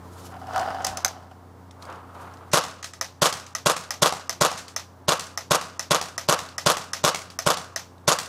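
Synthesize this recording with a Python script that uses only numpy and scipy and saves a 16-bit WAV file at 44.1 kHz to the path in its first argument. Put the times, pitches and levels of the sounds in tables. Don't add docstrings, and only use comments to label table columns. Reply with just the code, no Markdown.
import sys
import numpy as np
from scipy import signal
from scipy.fft import rfft, irfft
from scipy.io import wavfile
from scipy.ndimage import uniform_filter1d, minimum_filter1d

SR = 44100
rng = np.random.default_rng(int(sys.argv[2]) if len(sys.argv) > 2 else 0)


def decibels_to_gain(level_db):
    exponent = np.asarray(level_db, float) / 20
    return 10 ** exponent


def int16_out(signal):
    q = np.round(np.clip(np.atleast_2d(signal).T, -1, 1) * 32767)
    wavfile.write(sys.argv[1], SR, q.astype(np.int16))


N = 365148

# start [s], level [dB].
SHOTS = [(2.534, -0.5), (3.2188, -1), (3.6599, -1.5), (4.0210, -0.5), (4.4109, -0.5), (5.0822, -2.5),
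         (5.5085, -1.5), (5.9082, -1.5), (6.287, -1), (6.6618, 0), (7.0395, -1.5), (7.464, -1),
         (8.0781, -1)]
# frequency [Hz], density [dB per Hz].
SPLAT_SPECTRUM = [(1500, 1), (3000, -2), (5500, 1), (8000, -3.5), (12000, -14), (16000, -24.5)]


def unit(x):
    return x / np.sqrt(np.mean(x ** 2) + 1e-20)


def clicks(times_s, sizes):
    out = np.zeros(N)
    index = np.round(np.asarray(times_s) * SR).astype(int)
    np.add.at(out, np.clip(index, 0, N - 1), sizes)
    return out


def curve(rows, column, off_db=-90):
    rows = np.array(rows)
    return np.interp(np.arange(N) / SR, rows[:, 0], rows[:, column], off_db, off_db)


def drift(rate_hz):
    knots = rng.standard_normal(1000)
    return np.interp(np.arange(N) / SR * rate_hz, np.arange(1000), knots)


def colour(x, spectrum):
    hz, db = np.transpose(spectrum)
    bin_hz = np.maximum(np.arange(len(x) // 2 + 1) * SR / len(x), 1)
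    gain_db = np.interp(np.log(bin_hz), np.log(hz), db, -80, -80)
    return irfft(rfft(x) * decibels_to_gain(gain_db), len(x))


def noise(spectrum):
    return unit(colour(rng.standard_normal(N), spectrum))


def ring(x, hz, t60_s):
    r = decibels_to_gain(-60 / (t60_s * SR))
    w = 2 * np.pi * hz / SR
    return signal.lfilter([0, np.sin(w)], [1, -2 * r * np.cos(w), r * r], x + 1e-18)


def struck(modes, times_s, db, spread_db, flips=True):
    luck = rng.standard_normal((len(times_s), 2, len(modes)))
    if flips:
        sign = np.sign(luck[:, 1])
    else:
        sign = np.ones((len(times_s), 1)) * (-1) ** np.arange(len(modes))
    out = np.zeros(N)
    for k, (hz, level_db, t60_s) in enumerate(modes):
        blow_db = db + level_db + np.clip(spread_db, 0, 3.5) * luck[:, 0, k]
        out += ring(clicks(times_s, decibels_to_gain(blow_db) * sign[:, k]), hz, t60_s)
    return out


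def puff(train, rise_s, t60_s):
    a = np.exp(-1 / (rise_s * SR))
    r = decibels_to_gain(-60 / (t60_s * SR))
    fall = signal.lfilter([1], [1, -r], train + 1e-18)
    return signal.lfilter([1 - a], [1, -a], fall)


def echoed(x, echoes):
    out = x.copy()
    for s, db in echoes:
        out += decibels_to_gain(db) * np.roll(x, round(s * SR)) * (np.arange(N) >= s * SR)
    return out


def swells(t, peak_s, rise, fall, db):
    since = t - np.reshape(peak_s, (-1, 1))
    slope = np.where(since < 0, np.abs(rise)[:, None], -np.abs(fall)[:, None])
    return decibels_to_gain(db[:, None] + slope * since).sum(axis=0)


def gestures(rows):
    t = np.arange(0, N, 32) / SR
    return np.interp(np.arange(N) / SR, t, swells(t, *np.transpose(rows)))


def background():
    # frequency [Hz], rms [dB], waver [dB].
    hum_tones = [(89, -47, 1.0), (120, -58, 2.5), (178, -60, 2.5), (267, -57, 2.0), (356, -64, 2.5),
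                 (445, -62, 2.0), (14992, -76, .7)]
    # start [s], level [dB].
    bump_table = [(.55, -58), (.86, -44), (.9, -38.5), (1.05, -50.5)]
    # time [s], gain [dB].
    recovery = [(0, 5.5), (.95, 5), (1.1, .5), (2.5, 3), (2.8, -0.5), (4.7, 1), (8.28, 1.5)]
    # frequency [Hz], density [dB per Hz].
    traffic_spectrum = [(25, -25), (60, -20.5), (100, -21.5), (160, -11.5), (400, -19), (1000, -17.5),
                        (1500, -26.5), (2300, -38)]
    # frequency [Hz], density [dB per Hz].
    hiss_spectrum = [(1500, -39.5), (5000, -42.5), (10000, -47), (13500, -49), (14600, -63.5), (16500, -66)]
    air_db, hiss_db = -52.5, -68
    duck_db, duck_t60_s = -4.5, 2.1
    t = np.arange(N) / SR
    hum = np.zeros(N)
    for hz, db, waver_db in hum_tones:
        level = decibels_to_gain(db - 1 + waver_db * drift(14))
        hum += level * np.sin(2 * np.pi * hz * t + 0.24 * drift(16.0))
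    s, db = np.transpose(bump_table)
    bump_spectrum = [(30, 4.5), (60, 4.5), (120, -11), (250, -2)]
    bumps = puff(clicks(s, decibels_to_gain(db)), 0.0065, 0.14) * noise(bump_spectrum)
    duck = np.minimum(puff(clicks(np.array(SHOTS)[:, 0], 0.79), 0.01, duck_t60_s), 1.3)
    wash = decibels_to_gain(air_db + 0.22 * drift(1.5)) * noise(traffic_spectrum)
    wash += decibels_to_gain(hiss_db) * noise(hiss_spectrum)
    gain_db = curve(recovery, column=1, off_db=0) + duck_db * duck
    return bumps + decibels_to_gain(gain_db) * (hum + wash)


def shuffle():
    # peak [s], rise [dB/s], fall [dB/s], level [dB].
    scuff_table = [(.26, 45, 250, -49), (.348, 250, 352, -43.5), (1.906, 176, 119, -36),
                   (2.196, 131, 40, -41.5)]
    # peak [s], rise [dB/s], fall [dB/s], level [dB].
    rustle_table = [(.26, 55, 140, -53), (.5, 160, 200, -62), (1.824, 900, 350, -52.5),
                    (1.906, 600, 118, -63.5), (2.196, 200, 74, -57)]
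    grit = decibels_to_gain(2.2 * drift(110))
    scuff = noise([(300, -6), (700, 2.0), (1300, 3.5), (1900, -13.0), (3000, -19.0), (5000, -28.5)])
    cloth = noise([(1800, -6.5), (3000, 5.5), (6000, 6), (12000, 1.5), (16000, -10.5)])
    scuffs = grit * gestures(scuff_table) * scuff
    return scuffs + decibels_to_gain(3.3 * drift(60)) * gestures(rustle_table) * cloth


def hopper():
    # frequency [Hz], level [dB], t60 [s].
    shell_modes = [(574, -21, 0.03), (665, -7.5, 0.076), (761.4, -2.5, 0.067), (1070, -15, .03),
                   (1382, -1.5, 0.011), (1780, -19, 0.024), (2960, -14, 0.0099), (4920, -17.5, 0.0081)]
    # start [s], peak [dB], tick relative to it [dB].
    knock_table = [(0.322, -34, -14), (0.341, -29, -22), (0.365, -29, -22), (0.416, -29, -21),
                   (0.47, -28, -15), (0.535, -21, -18), (0.561, -17, -11), (0.579, -15.5, -13),
                   (0.613, -18.5, -16), (0.658, -25, -26), (0.683, -19, -39), (0.705, -20.5, -22),
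                   (0.747, -18, -21), (0.806, -25, -27), (0.848, -18, 3), (0.867, -21, 5),
                   (0.944, -41, -16), (0.972, -26, 4.5), (1.048, -16, 5.5), (1.163, -46, -20),
                   (1.204, -42, -19), (1.314, -31.5, -32)]
    # peak [s], rise [dB/s], fall [dB/s], level [dB].
    shake_table = [(.5, 58, 200, -46), (.564, 248, 45.5, -27), (.856, 250, 57.5, -42),
                   (1.048, 598.5, 213, -38.5), (1.238, 61.5, 395, -56)]
    tumbles_per_s = 200
    knocks = (rng.random(N) < tumbles_per_s / SR) * (np.arange(N) < 3 * SR // 2)
    sizes = decibels_to_gain(5.7 * np.minimum(rng.exponential(1, N), 3))
    at = np.flatnonzero(knocks)
    shell = struck(shell_modes, at / SR, 20 * np.log10(sizes[at]), spread_db=4.5)
    shell = shell / np.sqrt(uniform_filter1d(shell ** 2, SR // 12) + 0.02)
    wash = decibels_to_gain(-3.0) * noise([(300, -17), (760, 6.5), (1500, -1.0), (2200, -17.0), (5200, -17.5),
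                              (7000, -25.5), (16000, -36.0)])
    s, db, tick_db = np.transpose(knock_table)
    heavy = struck(shell_modes, s, db - 6.5, spread_db=4.0)
    heavy = echoed(heavy, [(0.004, -1.5), (0.011, -6)])
    tick_spectrum = [(2000, -10.5), (2800, -6.5), (5000, 11.5), (7000, 5.5), (16000, -8)]
    tick = puff(clicks(s, decibels_to_gain(db + tick_db - 2.5)), 0.00018, 0.017) * noise(tick_spectrum)
    return gestures(shake_table) * (shell + wash) + heavy + tick


def ticks():
    # start [s], peak [dB], frequency [Hz], tail relative to it [dB].
    tick_table = [(0.595, -20.5, 4920, -26), (0.8195, -37, 6680, -10), (0.866, -20, 5840, -12.5),
                  (1.2268, -51, 3110, -20), (1.312, -47, 3140, -19), (1.71, -37, 3660, -25),
                  (1.8244, -30, 4240, -29), (1.8522, -36.5, 4670, -25), (1.8994, -40, 3320, -26),
                  (1.925, -37, 2960, -31), (1.957, -43, 3040, -24), (2.3136, -49, 4260, -22),
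                  (2.3383, -39, 5500, -24), (2.3714, -43, 4250, -30), (2.4808, -53, 3980, -22),
                  (2.8275, -25.5, 6600, -15.5), (2.8429, -23, 6500, -18.5), (2.935, -31, 7500, -18),
                  (3.465, -30.5, 6230, -18), (4.5757, -27, 6430, -8), (4.6813, -28, 4600, -17.5),
                  (6.4884, -30.5, 4310, -23), (7.3017, -29.5, 4820, -18), (7.9812, -47, 4000, -25),
                  (8.0082, -61, 3090, -20)]
    # start [s], peak [dB], frequency [Hz], tail relative to it [dB].
    trigger_pull = (2.516, -31, 6000, -9)
    s, db, hz, tail_db = np.transpose(list(tick_table) + [trigger_pull])
    tones = np.zeros(N)
    for at_s, level_db, tone_hz in zip(s, db, hz):
        tones += ring(clicks([at_s], decibels_to_gain(level_db - 2.0)), tone_hz, 0.008)
    envelope = decibels_to_gain(-6.5) * puff(clicks(s, decibels_to_gain(db)), 0.0013, 0.012)
    envelope += puff(clicks(s, decibels_to_gain(db + tail_db)), 0.0038, 0.22)
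    return tones + envelope * noise(SPLAT_SPECTRUM)


def clacks():
    # start [s], peak [dB], low body and sharp first strike relative to it [dB].
    clack_table = [(0.8453, -15.5, -13, -10), (0.9715, -20, -13, -16), (1.047, -13, -18.5, -6),
                   (3.0114, -12.5, -10, -3.5), (3.5505, -15.5, -9.5, -1), (3.9065, -13.5, -12.5, -1.5),
                   (4.2944, -13, -10, 0), (4.7625, -13.5, -12, -2.5), (5.3749, -15, -9, -4),
                   (5.7942, -14, -10.5, -4), (6.1791, -13.5, -9, -6), (6.581, -14, -10.5, -5),
                   (6.9329, -11, -13, -26), (7.389, -14, -13.5, -1.5), (7.7607, -12.5, -11.5, -6.5),
                   (2.8285, -31, -6, -12), (2.8435, -28, -9, -8), (2.935, -34.5, -6, -12)]
    # frequency [Hz], level [dB], t60 [s].
    steel_modes = [(4800, -19, 0.015), (5230, -9.5, 0.025), (5356, -2, 0.016), (6180, 3, 0.0028),
                   (6243, -1.5, 0.027), (7180, -11, 0.012), (9470, -12, 0.008), (10740, -15, 0.013)]
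    # frequency [Hz], level [dB], t60 [s].
    grip_modes = [(661, -8.5, 0.048), (1258, 1, 0.035), (1660, 3, .01), (1955, -1, 0.034),
                  (2370, -5.5, 0.0067)]
    # frequency [Hz], level [dB], t60 [s].
    strike_modes = [(1380, -5.5, 0.0098), (2260, -9, 0.0059), (5080, -7, 0.01), (6220, 1, 0.01),
                    (9430, -14, .006), (11900, -11, 0.0073)]
    # start [s], level [dB].
    latch = (1.0478, -5)
    s, db, body_db, strike_db = np.transpose(clack_table)
    strike_s = np.r_[s + 0.0005, latch[0]]
    strike_level_db = np.r_[db + strike_db, latch[1]]
    dry = struck(steel_modes, s, db - 4.5, spread_db=2.0, flips=False)
    dry += struck(grip_modes, s + 0.00099, db + body_db - 0.5, spread_db=2.0, flips=False)
    dry += struck(strike_modes, strike_s, strike_level_db, spread_db=2.0, flips=False)
    train = clicks(s, decibels_to_gain(db))
    broad = noise([(500, 2.5), (1300, -1.0), (3000, -4.0), (6000, 0), (9000, -14.0), (15000, -18.5)])
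    snap = decibels_to_gain(-8.0) * puff(train, 0.0027, 0.014) * broad
    tail = decibels_to_gain(-18.5) * puff(echoed(train, [(0.03, -14)]), 0.012, 0.13) * broad
    steel_haze = unit(ring(rng.standard_normal(N), 5790, 0.0049))
    shimmer = decibels_to_gain(-39.5) * puff(train, 0.004, 0.41) * steel_haze
    tail += decibels_to_gain(-37.5) * puff(train, 0.034, 0.44) * broad
    near_and_far = [(0.009, -11.5), (0.015, -12.5), (0.033, -16.5), (0.038, -22.5)]
    return echoed(dry + snap, near_and_far) + tail + shimmer


def splats():
    # start [s], peak [dB], knock relative to it [dB].
    splat_table = [(2.6375, -19.5, -7), (3.326, -15.5, -13), (3.7648, -17.5, -4), (4.1236, -18.5, 0),
                   (4.5145, -21.5, -1), (5.1947, -16.5, -11), (5.6117, -21.5, -5), (6.0127, -16, -9),
                   (6.3895, -19.5, -6), (6.7688, -17, -3), (7.1456, -15, -6), (7.5708, -19.5, -2.5),
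                   (8.1866, -14, -12)]
    s, db, knock_db = np.transpose(splat_table)
    train = clicks(s, decibels_to_gain(db))
    envelope = decibels_to_gain(-5) * puff(train, 0.0006, 0.022) + decibels_to_gain(-20.5) * puff(train, 0.012, 0.28)
    burst = envelope * noise(SPLAT_SPECTRUM)
    wall_modes = [(768, -0.5, 0.02), (1250, -8, 0.01)]  # Hz, dB, t60 s
    knock = struck(wall_modes, s + 0.00093, db + knock_db, spread_db=6.5)
    return echoed(burst + knock, [(0.012, -6), (0.025, -12.5), (0.044, -13), (0.072, -14.5)])


def arrivals():
    # delay [s], barrel pulse [dB], crack [dB].
    paths = [
        (.0009, -9.5, -12.5),
        (.0093, -7, -7.5),
        (.0230, -12.5, -21),
        (0.032, -34, -26),
        (.0386, -8.5, -10),
        (.0510, -18, -16.5),
        (0.064, -38, -59),
    ]
    repulse_s, repulse_db, repulse_crack_db = 0.002015, 1, -10
    ground_s, ground_s_per_s = 0.0048, 0.03
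    ground_db, ground_crack_db = -9.5, -4
    s, pulse_db, crack_db = np.transpose(paths)
    delay_s = np.r_[s, s + repulse_s, s + ground_s + ground_s_per_s * s]
    pulse = decibels_to_gain(np.r_[pulse_db, pulse_db + repulse_db, pulse_db + ground_db])
    crack_db = np.r_[crack_db, crack_db + repulse_crack_db, crack_db + ground_crack_db]
    return delay_s, pulse, crack_db


def blasts():
    # frequency [Hz], level [dB], t60 [s].
    barrel_modes = [(580, -4.5, 0.004), (750, -4, 0.036), (1103, -3.5, 0.011), (1530, -23, 0.0026)]
    # frequency [Hz], level [dB], t60 [s].
    muzzle_modes = [(3430, -4, 0.0025), (6650, -8.5, 0.0038), (11300, -15, 0.0029)]
    # delay [s], level [dB].
    thump_table = [(-.001, -15), (0.043, -32), (0.062, -52), (0.106, -43), (.13, -37), (0.157, -47.5)]
    # peak [s], rise [dB/s], fall [dB/s], low level [dB], high level [dB].
    scatter_table = [
        (.001, 2197, 249, -40, -23.5),
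        (.006, 3500, 503, -18.5, -30.5),
        (0.049, 325, 652, -23, -29.5),
        (.07, 495, 96, -31.5, -38.5),
    ]
    # frequency [Hz], density [dB per Hz].
    low_spectrum = [(150, -7.5), (350, -11.5), (550, -1), (900, -5), (1200, 4), (1600, -6), (2200, -19.5),
                    (3000, -12)]
    # frequency [Hz], density [dB per Hz].
    high_spectrum = [(1500, 2), (2200, 1), (3500, 4), (6000, 5.5), (8000, 2.5), (11000, -2.5),
                     (14000, -12.5), (17000, -34.5)]
    valve_opens_s = 0.013
    s, db = np.transpose(SHOTS)
    delay_s, pulse, crack_db = arrivals()
    at_s = (s[:, None] + delay_s).ravel()
    size = decibels_to_gain(db)[:, None]
    wobble = decibels_to_gain(0.9 * rng.standard_normal((len(s), len(delay_s))))

    pulses = clicks(at_s, (size * pulse * wobble).ravel())
    barrel = sum(decibels_to_gain(level_db) * ring(pulses, hz, t60_s) for hz, level_db, t60_s in barrel_modes)
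    barrel = signal.sosfilt(signal.butter(2, 380, "high", fs=SR, output="sos"), barrel)

    fronts = (size * decibels_to_gain(crack_db) * wobble).ravel()
    cracks = decibels_to_gain(1.5) * puff(clicks(at_s, fronts), 0.00025, 0.0043) * noise(high_spectrum)
    cracks += struck(muzzle_modes, at_s, 20 * np.log10(fronts) + 6, spread_db=3.5, flips=False)

    push_s, push_db = np.transpose(thump_table)
    pushes = clicks((s[:, None] + push_s).ravel(), (size * decibels_to_gain(push_db)).ravel())
    soft = puff(pushes, 0.00021, 0.0051)
    thump = decibels_to_gain(-65.0) * ring(ring(soft, 150.0, 0.053), 191, 0.039)

    lead_s = 0.01
    t = np.arange(SR * 3 // 5) / SR
    peak_s, rise, fall, low_db, high_db = np.transpose(scatter_table)
    opening = np.clip(1 + (t - lead_s) / valve_opens_s, 0, 1) ** 2
    low = opening * swells(t - lead_s, peak_s, rise, fall, low_db)
    high = opening * swells(t - lead_s, peak_s, rise, fall, high_db)
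    train = clicks(s - lead_s, decibels_to_gain(db))
    walls = signal.fftconvolve(train, low * noise(low_spectrum)[:len(t)])[:N]
    stirred = decibels_to_gain(-22.5) * signal.fftconvolve(train, low)[:N] * noise(low_spectrum)

    hiss = noise(high_spectrum)
    dull = signal.sosfilt(signal.butter(2, 6500, fs=SR, output="sos"), hiss)
    fresh = np.exp(-t / 0.13)
    bright = dull + decibels_to_gain(2.5 * drift(90)) * (hiss - dull)
    rush = signal.fftconvolve(train, high * fresh)[:N] * bright
    rush += signal.fftconvolve(train, high * (1 - fresh))[:N] * dull
    flecks = (rng.random(N) < 90 / SR) * rng.exponential(1.2, N)
    grain = decibels_to_gain(2.93 * drift(110)) * (1 + puff(flecks, 0.0003, 0.003))
    return barrel + cracks + thump + walls + stirred + grain * rush


def scene():
    mix = blasts() + splats() + clacks() + ticks() + hopper() + shuffle() + background()
    return mix[None]


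def hushed(x):
    # treble above [Hz], jump that starts it [dB], loss [dB].
    hush_table = [(2570, 24.5, -10.5), (8900, 9, -21)]
    ahead = round(0.012 * SR)
    power = uniform_filter1d(np.diff(x, prepend=0) ** 2, size=128)
    level_db = 10 * np.log10(power + 1e-12)
    coming_db = -minimum_filter1d(-level_db, ahead, origin=-(ahead // 2))
    jump_db = coming_db - level_db
    for hz, start_db, loss_db in hush_table:
        bass = signal.sosfiltfilt(signal.butter(3, hz, fs=SR, output="sos"), x)
        x = bass + (x - bass) * decibels_to_gain(loss_db * np.clip((jump_db - start_db) / 10.0, 0, 1))
    return x


def top_cut(x):
    return signal.sosfilt(signal.butter(12, 16800, fs=SR, output="sos"), x)


def record(dry):
    rounded = 0.78 * np.tanh(dry / 0.78)
    thin = signal.sosfilt(signal.butter(2, 60, "high", fs=SR, output="sos"), rounded)
    thin = signal.sosfilt(signal.cheby2(10, 60, 17000, fs=SR, output="sos"), thin)
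    return top_cut(hushed(thin))


dry = scene()
out = record(dry)
int16_out(out)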